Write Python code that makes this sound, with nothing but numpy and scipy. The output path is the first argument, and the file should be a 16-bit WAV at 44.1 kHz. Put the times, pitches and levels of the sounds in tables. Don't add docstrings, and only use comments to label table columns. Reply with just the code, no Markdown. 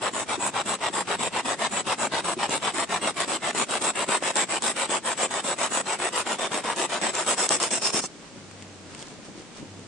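import sys
import numpy as np
from scipy import signal
from scipy.fft import rfft, irfft, next_fast_len
from scipy.io import wavfile

SR = 44100
rng = np.random.default_rng(int(sys.argv[2]) if len(sys.argv) > 2 else 0)


def bounce(signal):
    frames = np.transpose(np.atleast_2d(signal))
    limited = np.clip(frames, -1, 1)
    pcm = np.round(limited * 32767).astype(np.int16)
    wavfile.write(sys.argv[1], SR, pcm)


N = 435266
T = np.arange(N) / SR

# freq_hz, correlation
SAW_LIKENESS = [(60, .38), (150, .35), (210, .6), (270, .65), (370, .94), (550, .87), (1000, .9),
                (1250, .55), (1600, .35), (2100, .6), (2600, .7), (3200, .35), (4300, .05), (10000, .08)]
OPEN_LIKENESS = [(60, .8), (180, .65), (500, .9), (1000, .65), (2000, .35), (5000, .05), (10000, 0)]
NEAR_LIKENESS = [(60, .9), (10000, .85)]
# freq_hz, left_minus_right_db
SAW_BALANCE = [(60, 1.8), (210, 2.2), (400, .3), (800, 1.8), (1050, 1.3), (1300, 6), (1600, 1),
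               (2100, -1.7), (3300, 2), (5500, .5), (7300, 0), (7850, 3), (8400, -2.5), (9600, -6)]
OPEN_BALANCE = [(60, .8), (180, 2), (500, .5), (2000, -.7), (7000, 0), (9500, -4)]

# freq_hz, gain_db
FOREST_TONE = [(20, -28.5), (50, -22.5), (100, -10), (180, 0), (380, -3.5), (875, -12.5), (1500, -14.5),
               (4600, -17.5), (7500, -18), (9700, -24.5)]
SWAY_TONE = [(30, -26), (70, -12.5), (105, -1), (125, 2.5), (170, -10), (400, -35.5)]
THRUM_TONE = [(30, -32.5), (70, -27.5), (130, -18.5), (190, -1.5), (240, -0.5), (290, -3), (370, 0),
              (480, -12.5), (900, -37)]
TOP_TONE = [(200, -28), (310, -9), (370, 0.5), (450, -2), (560, 1.5), (660, 1), (850, -16.5), (1500, -43)]
POST_TONE = [(200, -37.5), (400, -6.5), (560, -1), (700, 1), (800, 0), (950, 1.5), (1080, 1.3),
             (1250, -1.5), (1500, -8), (2100, -20.5), (4000, -56)]
RASP_TONE = [(600, -32.5), (1200, -0.5), (1600, 0), (1950, 2), (2250, -.5), (2750, 0.5), (3200, -1.5),
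             (3800, -1), (4400, -7.5), (5500, -7.5), (7000, -20), (8600, -20), (9300, -11), (10000, -18)]
JINGLE_TONE = [(3000, -36.5), (5000, -16), (6100, -16.5), (6500, -7), (7200, -5), (7500, 2), (7850, 3),
               (8120, 1.5), (8400, -7), (8900, -2.5), (9500, -4.5), (10500, -9)]
LOOSE_TONE = [(1000, -24), (1300, -9), (1600, -22), (1880, -8), (2150, -18), (2640, -5.5), (3150, -14),
              (3630, -5.5), (3880, -17), (4200, -10), (4550, -8), (4850, -12), (5250, -1), (5600, 1),
              (5900, -5), (6150, -6), (6520, -3.5), (7000, -9), (7700, -16)]
JERK_TONE = [(60, -22), (130, -9), (220, 0), (400, -2), (900, -6), (1600, -13), (3500, -21), (7000, -40)]
SNAG_TONE = [(200, -22), (900, 4), (2000, -6), (4500, 0), (5800, -3), (7800, 10), (10000, -15)]
FIBRE_TONE = [(300, -24), (900, -11), (2300, -12), (3200, -3), (4500, -1), (5500, 0), (6700, 2), (7900, 5),
              (9000, -4), (10000, -12)]
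LEAF_TONE = [(300, 12.5), (800, 14.5), (1600, 11.5), (3000, 9), (5000, -2), (8000, -30), (10000, -10)]
CRACKLE_TONE = [(500, -28), (1500, -4), (3000, -1), (5000, 5), (7500, 2), (9000, 2), (10000, -5)]
HAND_TONE = [(50, -13), (110, 2), (170, 6.5), (290, 6.5), (400, 1), (600, -3), (1200, -42.5)]
TWIG_TONE = [(200, -20), (800, 2), (1600, 1), (3000, 4), (4500, -1), (6500, 0), (8800, 5), (10000, -7)]

# start_s, length_s, force_db, swell_db, wood_db, wood_pitch_hz, links_db
STROKE_SCORE = [(0.012, 0.084, -0.4, 8, 2.0, 890, -4.1), (0.13, 0.108, -3.6, 1, -1.7, 990, -0.3),
                (0.279, 0.083, 0.0, 4, 0.5, 960, -3.8), (0.391, 0.107, -3.2, 5, -0.7, 970, 0.9),
                (0.534, 0.087, 0.4, 6, 2.2, 950, -5.9), (0.654, 0.105, -1.7, 6, -0.9, 980, 0.5),
                (0.806, 0.087, 0.7, 5, 2.3, 920, -4.6), (0.927, 0.1, -1.8, 4, 0.2, 930, 0.8),
                (1.07, 0.088, 0.6, 6, 1.1, 940, -3.6), (1.186, 0.1, -0.7, 3, -0.4, 960, 0.1),
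                (1.324, 0.088, 0.1, 8, 1.0, 910, -4.2), (1.448, 0.101, -0.3, 3, 1.0, 970, -0.5),
                (1.585, 0.092, 0.9, 7, 1.1, 910, -3.4), (1.71, 0.105, -1.6, 4, -1.1, 950, 1.1),
                (1.862, 0.083, 1.9, 5, 2.7, 970, -2.2), (1.981, 0.096, -1.6, 5, 1.0, 850, -0.0),
                (2.115, 0.094, 1.4, 5, 0.5, 910, -5.3), (2.237, 0.103, -2.1, 2, 0.3, 990, -0.6),
                (2.386, 0.082, 0.8, 4, 1.9, 900, -4.0), (2.499, 0.084, 1.0, -2, 1.1, 850, 1.8),
                (2.618, 0.092, 1.3, 4, 1.2, 840, -3.0), (2.739, 0.11, -0.8, 2, 0.3, 850, 0.4),
                (2.89, 0.094, 0.7, 7, 1.4, 1020, -4.0), (3.012, 0.1, 0.2, 4, 0.5, 940, -0.1),
                (3.159, 0.09, 0.5, 7, -0.6, 780, -2.6), (3.275, 0.1, -0.9, 4, -0.9, 900, 0.4),
                (3.419, 0.096, 0.7, 3, -0.4, 900, -3.7), (3.546, 0.096, 1.6, 5, -0.6, 830, 3.9),
                (3.685, 0.098, 0.9, 4, -0.5, 780, -0.6), (3.81, 0.102, 0.7, 1, 0.9, 820, 4.5),
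                (3.952, 0.094, 1.2, 2, 0.1, 890, -0.2), (4.08, 0.101, 3.0, 0, 2.8, 960, 4.2),
                (4.223, 0.094, 1.9, 1, -0.7, 910, 1.2), (4.352, 0.092, 3.3, 1, 0.6, 830, 5.0),
                (4.486, 0.099, -0.1, 3, -0.9, 920, 0.7), (4.624, 0.099, 1.1, 1, -0.4, 870, 4.3),
                (4.756, 0.107, 0.6, 3, -1.4, 880, -0.1), (4.889, 0.1, -0.1, 3, 0.6, 870, 1.3),
                (5.044, 0.096, 0.3, 3, 0.2, 900, 0.2), (5.171, 0.096, 0.5, 3, 0.9, 820, 3.9),
                (5.301, 0.109, -1.1, 4, -1.1, 920, -1.6), (5.437, 0.106, -1.8, 4, -0.7, 890, 1.7),
                (5.581, 0.1, 1.0, 2, 1.2, 950, 1.7), (5.708, 0.109, -0.4, 3, -1.3, 920, 3.4),
                (5.854, 0.105, -0.4, 7, -1.2, 1000, -0.2), (5.988, 0.105, -0.3, 4, -0.9, 800, 0.3),
                (6.123, 0.105, -0.3, 3, -0.3, 970, -0.2), (6.256, 0.104, -1.3, 0, -1.1, 860, -0.6),
                (6.385, 0.094, -0.6, 2, 0.8, 1040, -1.8), (6.511, 0.1, -1.7, -3, -0.7, 850, -2.2),
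                (6.635, 0.104, -1.0, 4, 0.6, 990, -5.0), (6.761, 0.101, 0.8, 4, -0.2, 790, 0.6),
                (6.892, 0.097, -0.9, 3, -0.8, 960, -2.9), (7.013, 0.098, 1.3, -4, -0.3, 880, 1.4),
                (7.132, 0.105, -0.5, 1, -1.6, 960, 0.3), (7.263, 0.085, 2.1, -3, 1.5, 710, 5.5),
                (7.371, 0.1, 0.1, -2, 0.4, 890, 5.7), (7.5, 0.076, 1.3, -7, -0.1, 880, 5.8),
                (7.599, 0.086, 0.3, -6, -2.0, 930, 1.7), (7.706, 0.084, -1.0, -2, -3.4, 870, 3.7),
                (7.814, 0.094, -1.9, -1, -2.8, 820, 1.4), (7.926, 0.081, -0.8, 1, -3.1, 900, 3.1)]
START_S, LENGTH_S, FORCE_DB, SWELL_DB, WOOD_DB, WOOD_HZ, LINKS_DB = np.transpose(STROKE_SCORE)
# time_s, post_db, rasp_db, top_db, sway_db
CUT_DEPTH = [(0, -30.1, -31, -44, -53), (2.7, -30.5, -30.7, -41, -54), (3.5, -30.9, -30.8, -36, -57),
             (4.3, -30.8, -30.6, -36.5, -60), (5.6, -30.3, -31.1, -38.5, -59),
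             (6.6, -30.3, -30.9, -36.5, -65), (7.45, -31, -31.5, -34.5, -62),
             (7.95, -31.6, -33.4, -35, -55)]
# time_s, level_db
THRUM_RIDE = [(0, -41.5), (2.3, -39.5), (3.3, -39.5), (4.1, -42), (5.9, -42.5), (6.8, -40.5), (7.3, -43),
              (7.95, -39.5)]
# time_s, relative_to_jingle_db
LINK_FREEDOM = [(0, -35), (3.3, -13), (4.2, -24), (6.8, -9), (7.25, -8.5), (7.7, -4.5), (7.81, 1.5),
                (8.02, -1.5)]

# time_s, level_db
JERK_CUES = [(1.872, -25), (2.137, -23), (2.492, -21.5), (3.549, -19.5), (4.092, -19), (4.2250, -17.5),
             (4.362, -19), (4.895, -22), (5.449, -24), (5.722, -19), (6.001, -20), (6.515, -24),
             (6.649, -23), (7.5065, -16), (7.5112, -16), (7.944, -19.5), (7.997, -23), (8.04, -24.5)]
KNOCK_CUES = [(.377, -26), (.900, -29.5), (2.366, -26), (2.376, -25), (8.045, -31)]
SNAG_CUES = [(2.4952, -17), (3.5488, -18), (3.8232, -17), (4.3565, -12), (4.3685, -10), (4.5580, -14),
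             (4.6222, -13.5), (4.6802, -14), (4.9077, -17), (5.0625, -22), (5.7369, -17), (6.7615, -21),
             (7.0145, -17), (7.152, -14), (7.2644, -16), (7.5065, -13), (7.6011, -15), (7.7074, -18),
             (7.8240, -17)]
BREAK_CUES = [(7.4910, -5.3), (7.6288, -6.8)]
TWIG_CUES = [(8.512, -29), (8.6240, -27), (8.9485, -24.5), (9.0090, -32), (9.0200, -31), (9.0258, -21),
             (9.7945, -36)]
THUD_CUES = [(9.185, -35), (9.283, -33), (9.350, -33), (9.378, -33), (9.400, -33), (9.627, -29)]
# middle_s, half_width_s, level_db
RUSTLE_CUES = [(8.25, .04, -53), (8.38, .04, -55), (8.6, .09, -55), (8.93, .05, -51), (9.005, .028, -47.5),
               (9.08, .06, -50.5), (9.26, .03, -51), (9.39, .035, -51), (9.58, .03, -48)]
SHIFT_CUES = [(8.38, .03, -49), (8.93, .07, -50), (9.1, .07, -50), (9.35, .09, -53), (9.615, .035, -44),
              (9.8, .04, -50)]
# time_s, pitch_hz, level_db
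ENGINE_RIDE = [(8.25, 94, -78), (8.42, 98, -53), (8.62, 99, -48), (8.85, 92, -51), (9.05, 87, -64),
               (9.25, 84, -72), (9.55, 95, -69), (9.72, 99, -44), (9.87, 97, -50)]
# multiple, gain_db
ENGINE_HARMONICS = [(1, 1), (2, -9.5), (3, -7.5)]

# arch_db, slack_db, attack_s, release_s
PULL = (5.9, -11, .014, .009)
TENSION = (1.4, -11, .008, .013)
DEEP_BITE = (7.4, -13, .02, .006)
# start_s, length_s, level_db, swell_db
SLIP_JINGLE, SLIP_RING, SLIP_GRAZE = (8.014, .055, -32.5, 4), (8.014, .055, -34.5, 3), (8.025, .035, -41, 0)
LEAD_S, TRAIL_S = .02, .022


def gain_of(db):
    return 10 ** (np.asarray(db) / 20)


def evened(x):
    return x / np.sqrt(np.mean(x.mean(0) ** 2) + 1e-20)


def read(points, hz):
    freq_hz, value = np.transpose(points)
    return np.interp(np.log(hz + 1), np.log(np.sort(freq_hz) + 1), value)


def follow(curve, at_s):
    times, *columns = np.transpose(curve)
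    return [np.interp(at_s, times, column) for column in columns]


def colour(x, tone, size=2048):
    log_gain = np.log(gain_of(read(tone, abs(np.fft.fftfreq(size, 1 / SR)))))
    ring = np.fft.ifft(np.exp(np.conj(signal.hilbert(log_gain)))).real
    return signal.oaconvolve(x, ring[None], axes=1)[:, :x.shape[1]]


def spread(x, likeness, balance):
    size = next_fast_len(x.shape[1], True)
    left, other = rfft(x, size)
    hz = np.fft.rfftfreq(size, 1 / SR)
    same = np.clip(read(likeness, hz), -.99, .99)
    lean = gain_of(read(balance, hz) / 2)
    right = same * left + np.sqrt(1 - same ** 2) * other
    return irfft([left * lean, right / lean], size)[:, :x.shape[1]]


def grains(per_s, size_db, decay_s, steady):
    sizes = gain_of(size_db * np.minimum(rng.exponential(1, N), 4))
    breaks = sizes * (rng.random(N) < per_s / SR)
    power = signal.lfilter([1], [1, -np.exp(-2 / (decay_s * SR))], breaks ** 2)
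    return np.sqrt(power / power.mean() + steady)


def air(tone, grain=1):
    noise = spread(grain * rng.standard_normal((2, N)), OPEN_LIKENESS, OPEN_BALANCE)
    return evened(colour(noise, tone))


def scrape(tone, grain):
    return colour(spread(grain * rng.standard_normal((2, N)), SAW_LIKENESS, SAW_BALANCE), tone)


def resonate(x, hz, width_hz):
    turn = np.exp(2j * np.pi * np.cumsum(hz) / SR)
    pole = np.exp(-np.pi * width_hz / SR)
    return 2 * (turn * signal.sosfilt([[1 - pole, 0, 0, 1, -pole, 0]] * 2, x / turn)).real


def ripple(x, depth_db, spacing_hz=140):
    length = x.shape[1]
    size = next_fast_len(length, True)
    hz, knots = np.fft.rfftfreq(size, 1 / SR), np.arange(0, SR / 2, spacing_hz)
    shapes = np.tanh(rng.standard_normal((2, len(knots))))
    gains = [gain_of(depth_db * np.interp(hz, knots, shape)) for shape in shapes]
    early, late = (evened(irfft(rfft(x, size) * gain, size)[:, :length]) for gain in gains)
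    fade = np.pi / 2 * np.clip(np.linspace(-1, 2, length), 0, 1)
    return np.cos(fade) ** 2 * early + np.sin(fade) ** 2 * late


def strokes(level_db, swell_db, hand_db=0):
    hand = (-1) ** (np.arange(len(START_S)) + 1)
    return list(zip(START_S, LENGTH_S, level_db + hand * hand_db, swell_db * np.ones(len(hand))))


def pulls(x, rows, envelope, ring_s, ring_db, detune=0, ripple_db=0):
    arch_db, slack_db, attack_s, release_s = envelope
    out, lag_s = np.zeros((2, N)), np.arange(2048) / SR
    for start, length, level_db, swell_db in rows:
        at = np.arange(max(round((start - LEAD_S) * SR), 0), round((start + length + TRAIL_S) * SR))
        pitch = 1 + detune * rng.standard_normal()
        piece = x[:, at[0]:][:, :round(len(at) * pitch)]
        if detune:
            piece = signal.resample(piece, len(at), axis=1)
        if ripple_db:
            piece = ripple(piece, ripple_db)
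        tail = rng.standard_normal(len(lag_s)) * np.exp(-lag_s / ring_s)
        ring = (lag_s == 0) + gain_of(ring_db) * tail / np.linalg.norm(tail)
        sound = evened(signal.fftconvolve(piece, ring[None], axes=1)[:, :len(at)])
        t = at / SR - start
        along = np.clip(t / length, 0, 1) - .5
        attack = np.clip(t / attack_s + .5, gain_of(slack_db), 1)
        release = np.exp(-np.maximum((t - length) / release_s + .5, 0))
        force = gain_of(level_db - arch_db * (2 * along) ** 2 + swell_db * along)
        out[:, at] += sound * attack * force * release * signal.windows.tukey(len(at), .05)
    return out


def hits(cues, tone, decay_s, splinter, likeness=SAW_LIKENESS):
    t, out = np.arange(SR // 20) / SR, np.zeros((2, N))
    push = np.array([[1], [.6]]) * (t == 0)
    for time_s, level_db in cues:
        burst = splinter * rng.standard_normal((2, len(t))) * np.exp(-t / decay_s)
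        blow = colour(push + burst, tone)
        slot = out[:, round(time_s * SR):][:, :len(t)]
        slot += gain_of(level_db) * blow[:, :slot.shape[1]] / abs(blow).max()
    return spread(out, likeness, SAW_BALANCE)


def swells(cues, rest_db):
    power = sum(gain_of(db) ** 2 * np.exp(-((T - s) / width) ** 2) for s, width, db in cues)
    fade_in = np.clip((T - 8.03) / .056, 0, 1)
    return fade_in * np.sqrt(power + gain_of(rest_db) ** 2)


def forest_air():
    return gain_of(-46.5) * air(FOREST_TONE)


def post_shake(teeth, sway_db, top_db):
    thrum_db, = follow(THRUM_RIDE, START_S)
    sway_rows = strokes(sway_db + .6 * FORCE_DB, swell_db=-1.5, hand_db=-.5)
    thrum_rows = strokes(thrum_db + .6 * FORCE_DB, swell_db=-1.2, hand_db=2.5)
    top_rows = strokes(top_db + .7 * FORCE_DB, .9 * SWELL_DB, hand_db=-.3)
    sway = pulls(scrape(SWAY_TONE, teeth), sway_rows, TENSION, ring_s=.012, ring_db=-4.5)
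    thrum = pulls(scrape(THRUM_TONE, teeth), thrum_rows, TENSION, ring_s=.0068, ring_db=-5)
    top = pulls(scrape(TOP_TONE, teeth), top_rows, PULL, ring_s=.0078, ring_db=-4.5)
    return sway + thrum + top


def post_ring(teeth, post_db):
    wood_rows = strokes(post_db + 1.1 * WOOD_DB, 1.15 * SWELL_DB)
    wood = pulls(scrape(POST_TONE, teeth), wood_rows, DEEP_BITE, ring_s=.0048, ring_db=-6)
    stroke_now = np.maximum(np.searchsorted(START_S - LEAD_S, T) - 1, 0)
    hollow = resonate(scrape(POST_TONE, teeth ** 1.3), WOOD_HZ[stroke_now], width_hz=380)
    hollow_rows = strokes(-36.8 + 1.4 * WOOD_DB, 1.15 * SWELL_DB)
    return wood + pulls(hollow, hollow_rows, DEEP_BITE, ring_s=.004, ring_db=-12)


def fibre_rasp(teeth, rasp_db):
    rows = strokes(rasp_db + FORCE_DB, .8 * SWELL_DB)
    return pulls(scrape(RASP_TONE, teeth + .15), rows, PULL, ring_s=.0095, ring_db=-6, ripple_db=4.5)


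def link_jingle(teeth):
    jingle_db = -30.7 + 1.05 * LINKS_DB
    free_db, = follow(LINK_FREEDOM, START_S)
    jingle_rows = strokes(jingle_db, .45 * SWELL_DB) + [SLIP_JINGLE]
    loose_rows = strokes(jingle_db + free_db, .45 * SWELL_DB, hand_db=-.8) + [SLIP_RING]
    jingle = pulls(scrape(JINGLE_TONE, teeth ** 1.2), jingle_rows, PULL,
                   ring_s=.0077, ring_db=1.5, detune=.009, ripple_db=8)
    loose = pulls(scrape(LOOSE_TONE, teeth ** 1.3), loose_rows, PULL,
                  ring_s=.0064, ring_db=0, detune=.008, ripple_db=4.5)
    return jingle + loose


def chain_jerks():
    tug_db = FORCE_DB - 36 + 3 * rng.standard_normal(len(START_S))
    tugs = list(zip(START_S + .008, tug_db))
    return gain_of(2.2) * hits(JERK_CUES + tugs, JERK_TONE, decay_s=.0029, splinter=.13)


def soft_knocks():
    return hits(KNOCK_CUES, THRUM_TONE, decay_s=.008, splinter=.17)


def tooth_snags():
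    return gain_of(.5) * hits(SNAG_CUES, SNAG_TONE, decay_s=.0017, splinter=.6)


def fibre_breaks():
    return hits(BREAK_CUES, FIBRE_TONE, decay_s=.0016, splinter=1.5, likeness=NEAR_LIKENESS)


def chain_graze(teeth):
    return pulls(scrape(POST_TONE, teeth), [SLIP_GRAZE], PULL, ring_s=.0048, ring_db=-6)


def leaves():
    brush = swells(RUSTLE_CUES, rest_db=-60)
    rustle = air(LEAF_TONE, grains(per_s=1200, size_db=3.5, decay_s=.001, steady=.6))
    crackle = air(CRACKLE_TONE, grains(per_s=600, size_db=2.6, decay_s=.0008, steady=.4))
    return rustle * brush + gain_of(-45.5) * crackle * (brush / brush.max()) ** 2


def handling():
    rub = air(HAND_TONE) * swells(SHIFT_CUES, rest_db=-61)
    return rub + hits(THUD_CUES, HAND_TONE, decay_s=.008, splinter=.17)


def far_engine():
    pitch_hz, level_db = follow(ENGINE_RIDE, T)
    turns = np.cumsum(pitch_hz) / SR
    hum = sum(gain_of(db) * np.sin(2 * np.pi * k * turns) for k, db in ENGINE_HARMONICS)
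    return np.sqrt(2) * gain_of(level_db - 4.5) * hum


def twigs():
    return hits(TWIG_CUES, TWIG_TONE, decay_s=.0026, splinter=.4)


def scene():
    teeth = grains(per_s=500, size_db=2, decay_s=.001, steady=1)
    post_db, rasp_db, top_db, sway_db = follow(CUT_DEPTH, START_S)
    wood = post_shake(teeth, sway_db, top_db) + post_ring(teeth, post_db) + fibre_rasp(teeth, rasp_db)
    chain = link_jingle(teeth) + chain_jerks() + chain_graze(teeth)
    accents = soft_knocks() + tooth_snags() + fibre_breaks()
    return forest_air() + wood + chain + accents + leaves() + handling() + far_engine() + twigs()


def record(dry):
    low_pass = signal.firwin(601, 9750, window=("kaiser", 8), fs=SR)
    return signal.oaconvolve(dry, low_pass[None], "same", axes=1)


dry = scene()
out = record(dry)
bounce(out)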